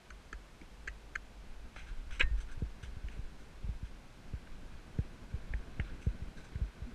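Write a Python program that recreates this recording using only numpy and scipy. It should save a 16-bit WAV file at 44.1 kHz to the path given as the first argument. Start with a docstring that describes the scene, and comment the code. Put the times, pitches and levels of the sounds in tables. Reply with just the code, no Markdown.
"""Horseshoes clack on a stony stream bed over a low rumble of the rider's movement and rushing air.
Each impact excites damped resonances of hoof and shoe; one sharp crack on a rock leaves the iron ringing.
The horse speeds up along a forest trail, where hooves thud in soft earth and brush through leaves
in showers of tiny snaps. A brief low hum comes at the end. The case of the rider's camera dulls it all."""
import sys
import numpy as np
from scipy import signal
from scipy.fft import rfft, irfft
from scipy.io import wavfile

SR = 44100
rng = np.random.default_rng(int(sys.argv[2]) if len(sys.argv) > 2 else 0)


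def master_out(mix):
    """Clip the mix to full scale and print it as 16-bit PCM to the path in sys.argv[1]."""
    frames = np.transpose(np.atleast_2d(mix))
    ceiling = np.clip(frames, -1, 1)
    pcm = np.round(ceiling * 32767).astype(np.int16)
    wavfile.write(sys.argv[1], SR, pcm)


N = 306262
TIME = np.arange(N) / SR
AGE = np.arange(SR // 2) / SR   # seconds since a contact
SWAY_HZ = 48.25   # the lowest resonance, in which every jolt ends


def from_db(db):
    """Amplitude grows tenfold for every 20 dB."""
    return 10 ** (np.asarray(db) / 20)


def rms_one(x):
    """Normalisation to unit mean power."""
    return x / np.sqrt(np.mean(x ** 2) + 1e-20)


def add(track, start_s, sound):
    """Superposition: a sound sums into the track from its start time."""
    start = max(round(start_s * SR), 0)
    track[start:start + len(sound)] += sound[:max(N - start, 0)]


def resonate(force, hz, width_hz):
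    """Two resonators in cascade give one peak with steep skirts."""
    r = np.exp(-np.pi * 1.5 * width_hz / SR)   # pole radius; each stage is wider than the pair
    gain = (1 - r * r) / 2
    section = [gain, 0, -gain, 1, -2 * r * np.cos(2 * np.pi * hz / SR), r * r]
    return signal.sosfilt([section, section], force + 1e-18)


def colour(force, peaks):
    """Parallel filters share the energy of a force among spectral peaks; rms 1."""
    return rms_one(sum(from_db(db) * rms_one(resonate(force, hz, width)) for hz, width, db in peaks))


def noise(spectrum):
    """Spectral shaping colours white noise, falling 12 dB more per octave beyond the ends; rms 1."""
    hz, db = np.transpose(spectrum)
    bin_hz = np.maximum(np.arange(N // 2 + 1) * SR / N, 1)
    rolloff = (np.minimum(bin_hz / hz[0], 1) * np.minimum(hz[-1] / bin_hz, 1)) ** 2
    shape = from_db(np.interp(np.log(bin_hz), np.log(hz), db))
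    return rms_one(irfft(rfft(rng.standard_normal(N)) * rolloff * shape, N))


def grains(spread_db, size):
    """A log-normal spread of strengths turns noise into dense, uneven snaps."""
    return rng.standard_normal(size) * from_db(spread_db * np.clip(rng.standard_normal(size), -2, 2))


def after_footfalls(delay_s, half_length_s):
    """A Gaussian envelope swells to 1 just after each hoof lands on earth or stone."""
    peaks_s = np.array([row[0] for row in EARTH_STEPS + STONE_STEPS]) + delay_s
    distance_s = np.abs(TIME[:, None] - peaks_s).min(axis=1)
    return np.exp(-(distance_s / half_length_s) ** 2)


# The rider's rocking, greatest in the lunge out of the stream bed.
# Each row: time in seconds, rumble level in dB before footfalls and gusts.
RIDER_ROCKING = [(0.0, -63), (0.29, -57), (0.66, -60), (1.08, -57), (1.78, -50), (2.26, -38.5),
                 (2.7, -50.5), (3.19, -48), (3.38, -50.5), (3.88, -50), (4.0, -53), (4.72, -54),
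                 (4.83, -54), (5.28, -55), (5.49, -47.5), (6.94, -54)]
# Spectra of the rumble and of the air. Each row: frequency in Hz, relative density in dB.
RUMBLE_SPECTRUM = [(12, 9.5), (22, 6), (35, -1.5), (50, 0), (80, -18.5), (140, -33), (300, -61)]
AIR_SPECTRUM = [(40, 2), (70, 2.5), (130, 4), (230, 1.5), (330, -4.5), (500, -9.5), (700, -16),
                (1200, -18.5)]


def movement(pace_db, shake_db=6, air_offset_db=1.03, gust_db=2.0):
    """Forced vibration: the camera sways with the rider, while gusts modulate the rumble and airflow."""
    rocking_db = np.interp(TIME, *np.transpose(RIDER_ROCKING))
    rumble_db = rocking_db + shake_db * after_footfalls(delay_s=0.041, half_length_s=0.06)
    gusts = from_db(gust_db * noise([(3, -2), (14, -2)]))   # fluctuations of 3 to 14 Hz
    rumble = from_db(rumble_db) * noise(RUMBLE_SPECTRUM)
    sway = from_db(-57.5) * rms_one(resonate(rng.standard_normal(N), SWAY_HZ, width_hz=10.7))
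    air = from_db(pace_db + air_offset_db) * noise(AIR_SPECTRUM)
    return sway + gusts * (rumble + air)


# The background spectrum. Each row: frequency in Hz, relative density in dB.
HISS_SPECTRUM = [(200, -8), (400, -5), (750, -6.5), (1100, -8.5), (1550, -11), (2600, -13), (3600, -16),
                 (5000, -18.5), (7500, -22.5), (15000, -27.5)]


def hiss(level_db=-62):
    """Stationary broadband noise is heard as a faint, even hiss."""
    return from_db(level_db) * noise(HISS_SPECTRUM)


# Leaves as heard through the case. Each row: frequency in Hz, bandwidth in Hz, relative level in dB.
LEAF_COLOUR = [(1544, 220, 4.5), (2160, 360, 1), (2460, 410, -0.5), (2979, 530, -6), (3970, 140, -7)]


def rustle(pace_db, base_db=-70.5, middle_pace_db=-60, db_per_pace_db=0.68, stir_db=2.5):
    """Random excitation: tiny snaps drive the leaves, harder with pace and after each footfall."""
    level_db = base_db + db_per_pace_db * (pace_db - middle_pace_db)
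    level_db += stir_db * after_footfalls(delay_s=0.043, half_length_s=0.075)
    return from_db(level_db) * colour(grains(spread_db=11.5, size=N), LEAF_COLOUR)


def scrape(length_s, peaks, top_hz, treble_peaks, treble_db, tail_db, tail_t60):
    """Friction makes noise as a shoe grinds on stone, then grit settles; unit power while it sounds."""
    pressure = np.sin(np.pi * np.minimum(AGE / length_s, 1)) ** .5
    settling = from_db(tail_db - 60 * AGE / tail_t60)
    force = (pressure + settling) * rng.standard_normal(len(AGE))
    # inertia keeps the shoe from following the fastest part of the force
    shoe = signal.sosfilt(signal.butter(8, top_hz, fs=SR, output="sos"), colour(force, peaks))
    sound = shoe + from_db(treble_db) * colour(force, treble_peaks)
    sounding_s = length_s + .002   # the sound lasts a little past the contact
    return sound * np.sqrt(sounding_s * SR / np.sum(sound ** 2))


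def slap(top_hz, low_hz=190):
    """Yielding soil limits the bandwidth of an impulse; peak 1."""
    impulse = (AGE == 0) + 1e-18
    push = signal.sosfilt(signal.butter(2, low_hz, "high", fs=SR, output="sos"), impulse)
    push = signal.sosfilt(signal.cheby1(5, 2, top_hz, fs=SR, output="sos"), push)
    return push / np.abs(push).max()


def thud(start_hz, t60, glide_s=0.0056, rise_s=0.0032):
    """Damped oscillation: the pitch of a blow on soft ground settles to the lowest resonance."""
    hz = SWAY_HZ + (start_hz - SWAY_HZ) * np.exp(-AGE / glide_s)
    envelope = (1 - np.exp(-(AGE / rise_s) ** 2)) * from_db(-60 * AGE / t60)
    return -envelope / envelope.max() * np.sin(2 * np.pi * np.cumsum(hz) / SR)


# Shoes on stone. Each row: time in seconds, clack level before filtering in dB, contact in seconds,
# ring pitch in Hz, bandwidth in Hz, relative treble in dB, jolt in dB, slap in dB, slap cutoff in Hz.
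STONE_STEPS = [(0.104, -44, 0.0031, 1460, 220, -11, -42.5, -60, 400),
               (0.3280, -39, 0.0042, 1600, 274, -14.5, -39.5, -44.5, 436),
               (0.614, -54.5, 0.0036, 2230, 500, -14, -53, -44.5, 345),
               (0.874, -37.5, 0.0088, 1590, 366, -15.5, -38, -47, 473),
               (0.8833, -38, 0.0024, 1960, 320, -16, -54, -56, 476),
               (1.1532, -33, 0.0098, 1564, 332, -18, -39.5, -50, 520),
               (1.762, -46, 0.0037, 1600, 400, -24, -66, -42, 900),
               (3.0851, -49, 0.0032, 1910, 1200, -18, -57, -60, 500),
               (4.471, -56.5, 0.0058, 1470, 500, -20, -62, -56.5, 500),
               (4.988, -55, 0.002, 1400, 500, -25, -65, -45, 820),
               (5.536, -40.5, 0.0042, 1780, 413, -38, -53, -43, 860),
               (5.7986, -36.5, 0.0026, 1900, 600, -29, -51, -39.5, 820),
               (6.556, -55, 0.0037, 1750, 500, -15, -58, -58, 520)]
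# Modes of hoof and shoe. Each row: multiple of the ring pitch, relative level in dB.
HOOF_MODES = [(1, 6.5), (.88, -10), (1.28, -1.5), (1.48, -10.5), (1.84, -10)]
# Gritty treble of the clacks, coloured by the camera case's resonances.
# Each row: frequency in Hz, bandwidth in Hz, relative level in dB.
CLACK_TREBLE = [(4280, 466, 10), (4620, 230, -8), (6280, 220, 9), (6940, 350, 6), (7560, 350, 1)]
# Bands that the camera case dulls in the clacks. Each row: frequency in Hz, bandwidth in Hz.
CASE_NOTCHES = [(1080, 150), (3620, 1270), (5500, 850)]


def hooves_on_stone():
    """Impact rings the hoof and slaps the stone into the soil; a jolt follows as the leg is loaded."""
    clacks, ground = np.zeros((2, N))
    for s, db, length_s, pitch_hz, width_hz, treble_db, jolt_db, slap_db, slap_hz in STONE_STEPS:
        modes = [(ratio * pitch_hz, width_hz, mode_db) for ratio, mode_db in HOOF_MODES]
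        clack = scrape(length_s, modes, top_hz=3170, treble_peaks=CLACK_TREBLE, treble_db=treble_db,
                       tail_db=-11, tail_t60=0.072)
        add(clacks, s - .001, from_db(db) * clack)
        add(ground, s + 0.0013, -from_db(slap_db) * slap(slap_hz))
        add(ground, s + 0.0071, from_db(jolt_db) * thud(SWAY_HZ, t60=0.19, rise_s=0.011))
    for hz, width_hz in CASE_NOTCHES:
        clacks = signal.lfilter(*signal.iirnotch(hz, hz / width_hz, fs=SR), clacks + 1e-18)
    # below its modes the hoof radiates little
    return ground + signal.sosfilt(signal.butter(6, 1230, "high", fs=SR, output="sos"), clacks)


# Hooves on earth. Each row: start in seconds, thud level in dB, starting pitch in Hz,
# time to decay by 60 dB in seconds.
EARTH_STEPS = [(1.496, -48, 240, 0.035), (1.906, -42, 32, 0.13), (2.065, -37, 30, 0.16),
               (2.234, -24.5, 36, 0.19), (2.311, -25.5, 44.6, 0.34), (2.573, -36.5, 169, .06),
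               (2.620, -27.5, 289, 0.188), (2.831, -35, 170, 0.097), (2.967, -31, 71, 0.043),
               (3.04, -32, 84.5, 0.34), (3.189, -32.5, 166, 0.073), (3.641, -32, 150, 0.17),
               (3.688, -28.5, 175, 0.16), (3.828, -31.5, 150, 0.072), (4.334, -31, 233, 0.16),
               (4.734, -44, 79.5, 0.063), (4.987, -22, 264, 0.098), (5.338, -27.5, 184, 0.132),
               (5.503, -32.5, 48, 0.11), (5.54, -27, 54.7, 0.2), (5.794, -26.5, 250, 0.2),
               (6.067, -21.5, 228.5, 0.12), (6.219, -33, 155, 0.11), (6.554, -28, 185, 0.089),
               (6.613, -24.5, 151, 0.2), (6.818, -32.5, 150, 0.1)]


def hooves_on_earth(slap_db=-13.5, slap_at_hz=235, slap_db_per_octave=15.5):
    """Soft earth damps each blow to a thud; the higher its pitch, the harder the hoof slaps the soil."""
    out = np.zeros(N)
    soil = slap(top_hz=476)
    for s, db, start_hz, t60 in EARTH_STEPS:
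        slap_gain = from_db(slap_db + slap_db_per_octave * np.log2(start_hz / slap_at_hz))
        add(out, s, from_db(db) * (thud(start_hz, t60) - slap_gain * soil))
    return out


# Hooves brushing leaves. Each row: start in seconds, level in dB, time scale in seconds,
# scratch pitch in Hz, relative level of the crisp treble in dB.
LEAF_SWEEPS = [(1.757, -51, 0.043, 1950, -16), (1.779, -54.5, 0.059, 2310, -14),
               (1.862, -57, 0.07, 1600, -16), (2.107, -47, 0.0096, 1500, -15),
               (2.116, -52.5, 0.069, 2600, -10.5), (2.373, -59.5, 0.049, 1600, -9),
               (2.401, -57, 0.032, 2940, -3.5), (2.483, -58, 0.054, 1500, -21.5),
               (2.513, -58, 0.025, 1500, -4.5), (2.826, -52, 0.038, 2840, -8.5),
               (3.108, -59.5, 0.055, 2400, -11), (3.388, -66, 0.073, 1600, -8),
               (3.848, -61.5, 0.032, 3200, -10), (5.830, -61, 0.15, 1640, -19),
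               (6.012, -61, 0.0474, 2400, -5), (6.364, -59.5, .07, 3800, -9), (6.441, -60, 0.031, 1500, -4)]
# Crisp leaves heard through the case. Each row: frequency in Hz, bandwidth in Hz, relative level in dB.
LEAF_TREBLE = [(4500, 840, 5), (6180, 270, 8), (7650, 1800, 8.5), (9500, 2000, -19.5)]


def leaf_swishes(scratch_width_hz=510, scratch_db=1):
    """Impulsive excitation: leaves crackle under a hoof, and each sweep adds a resonance of its own."""
    out = np.zeros(N)
    for s, db, length_s, scratch_hz, crisp_db in LEAF_SWEEPS:
        snaps = grains(spread_db=8.5, size=len(AGE))
        envelope = (1 - np.exp(-6 * AGE / length_s)) * np.exp(-1.7 * AGE / length_s)
        peaks = [*LEAF_COLOUR, (scratch_hz, scratch_width_hz, scratch_db)]
        crackle = colour(snaps, peaks) + from_db(crisp_db) * colour(snaps, LEAF_TREBLE)
        add(out, s, from_db(db) * envelope / envelope.max() * crackle)
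    return out


# A shoe skids, cracks against a rock and slips off.
# Each row: time in seconds, level in dB, contact in seconds, relative level of the chipping in dB.
ROCK_CONTACTS = [(2.1967, -35, .007, -10.5), (2.2037, -30, 0.0082, -23), (2.211, -19.5, 0.0016, -26.5),
                 (2.216, -30, 0.0029, -22), (2.2228, -43.5, 0.012, -11)]
# Spectral peaks of the sharp crack, made by rapid successive contacts, and the treble of stone chipping.
# Each row: frequency in Hz, bandwidth in Hz, relative level in dB.
CRACK_COLOUR = [(520, 83, -19.5), (1065, 81, -20), (1200, 91, -23), (1400, 150, -9.5), (1600, 120, -2),
                (1837, 140, -7), (2090, 150, -7.5), (2192, 240, 1), (2430, 140, -10.5), (2600, 35, -13),
                (2794, 98, -6.5), (3200, 130, -13.5), (3720, 100, -21.5), (3880, 72, -20.5)]
CHIP_TREBLE = [(3910, 230, 4), (5640, 650, -2), (6300, 450, -3), (7420, 610, -0.5), (9700, 1200, -10)]
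# The iron shoe. Each row: frequency in Hz, relative level in dB, time to decay by 60 dB in seconds.
SHOE_MODES = [(1140, -17, 0.17), (1500, -19, .3), (1830, -2, 0.27), (1980, -18, .19), (2790, 0, 0.062),
              (3970, -23, .26)]


def crack(strike_s=2.211, ring_db=-37, knock_db=-31.5):
    """A hard strike knocks a rock into the soil and leaves the shoe ringing in free vibration."""
    out = np.zeros(N)
    for s, db, length_s, chip_db in ROCK_CONTACTS:
        strike = scrape(length_s, CRACK_COLOUR, top_hz=3960, treble_peaks=CHIP_TREBLE, treble_db=chip_db,
                        tail_db=-17, tail_t60=0.075)
        add(out, s - .002, from_db(db) * strike)
    add(out, strike_s - .006, -from_db(knock_db) * slap(top_hz=553))
    for hz, db, t60 in SHOE_MODES:
        envelope = from_db(ring_db + db - 60 * AGE / t60)
        add(out, strike_s, envelope * np.sin(2 * np.pi * hz * AGE))
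    return out


def hum(peak_s=6.882, half_length_s=.025, hz=240, peak_db=-47):
    """A low pure tone swells and fades under a Gaussian envelope."""
    envelope = np.exp(-((TIME - peak_s) / half_length_s) ** 2)
    return from_db(peak_db) * envelope * np.sin(2 * np.pi * hz * TIME)


# The horse's pace. Each row: time in seconds, level in dB that drives the airflow and the rustle.
PACE_CURVE = [(0.0, -65.5), (1.66, -62.5), (2.34, -60), (3.58, -60), (3.75, -61), (4.12, -60.5),
              (5.82, -54.5), (6.94, -58)]


def scene():
    """The sources add linearly in one channel; air and rustle grow with the pace."""
    pace_db = np.interp(TIME, *np.transpose(PACE_CURVE))
    background = movement(pace_db) + hiss() + rustle(pace_db)
    horse = hooves_on_stone() + hooves_on_earth() + leaf_swishes() + crack()
    return (background + horse + hum())[None]


def record(dry, case_hz=10080, cutoff_hz=15000):
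    """Low-pass filtering: the camera case rounds off the treble, and the very top is cut steeply."""
    dull = signal.sosfilt(signal.butter(2, case_hz, fs=SR, output="sos"), dry)
    return signal.sosfilt(signal.ellip(12, .1, 80, cutoff_hz, fs=SR, output="sos"), dull)


dry = scene()
out = record(dry)
master_out(out)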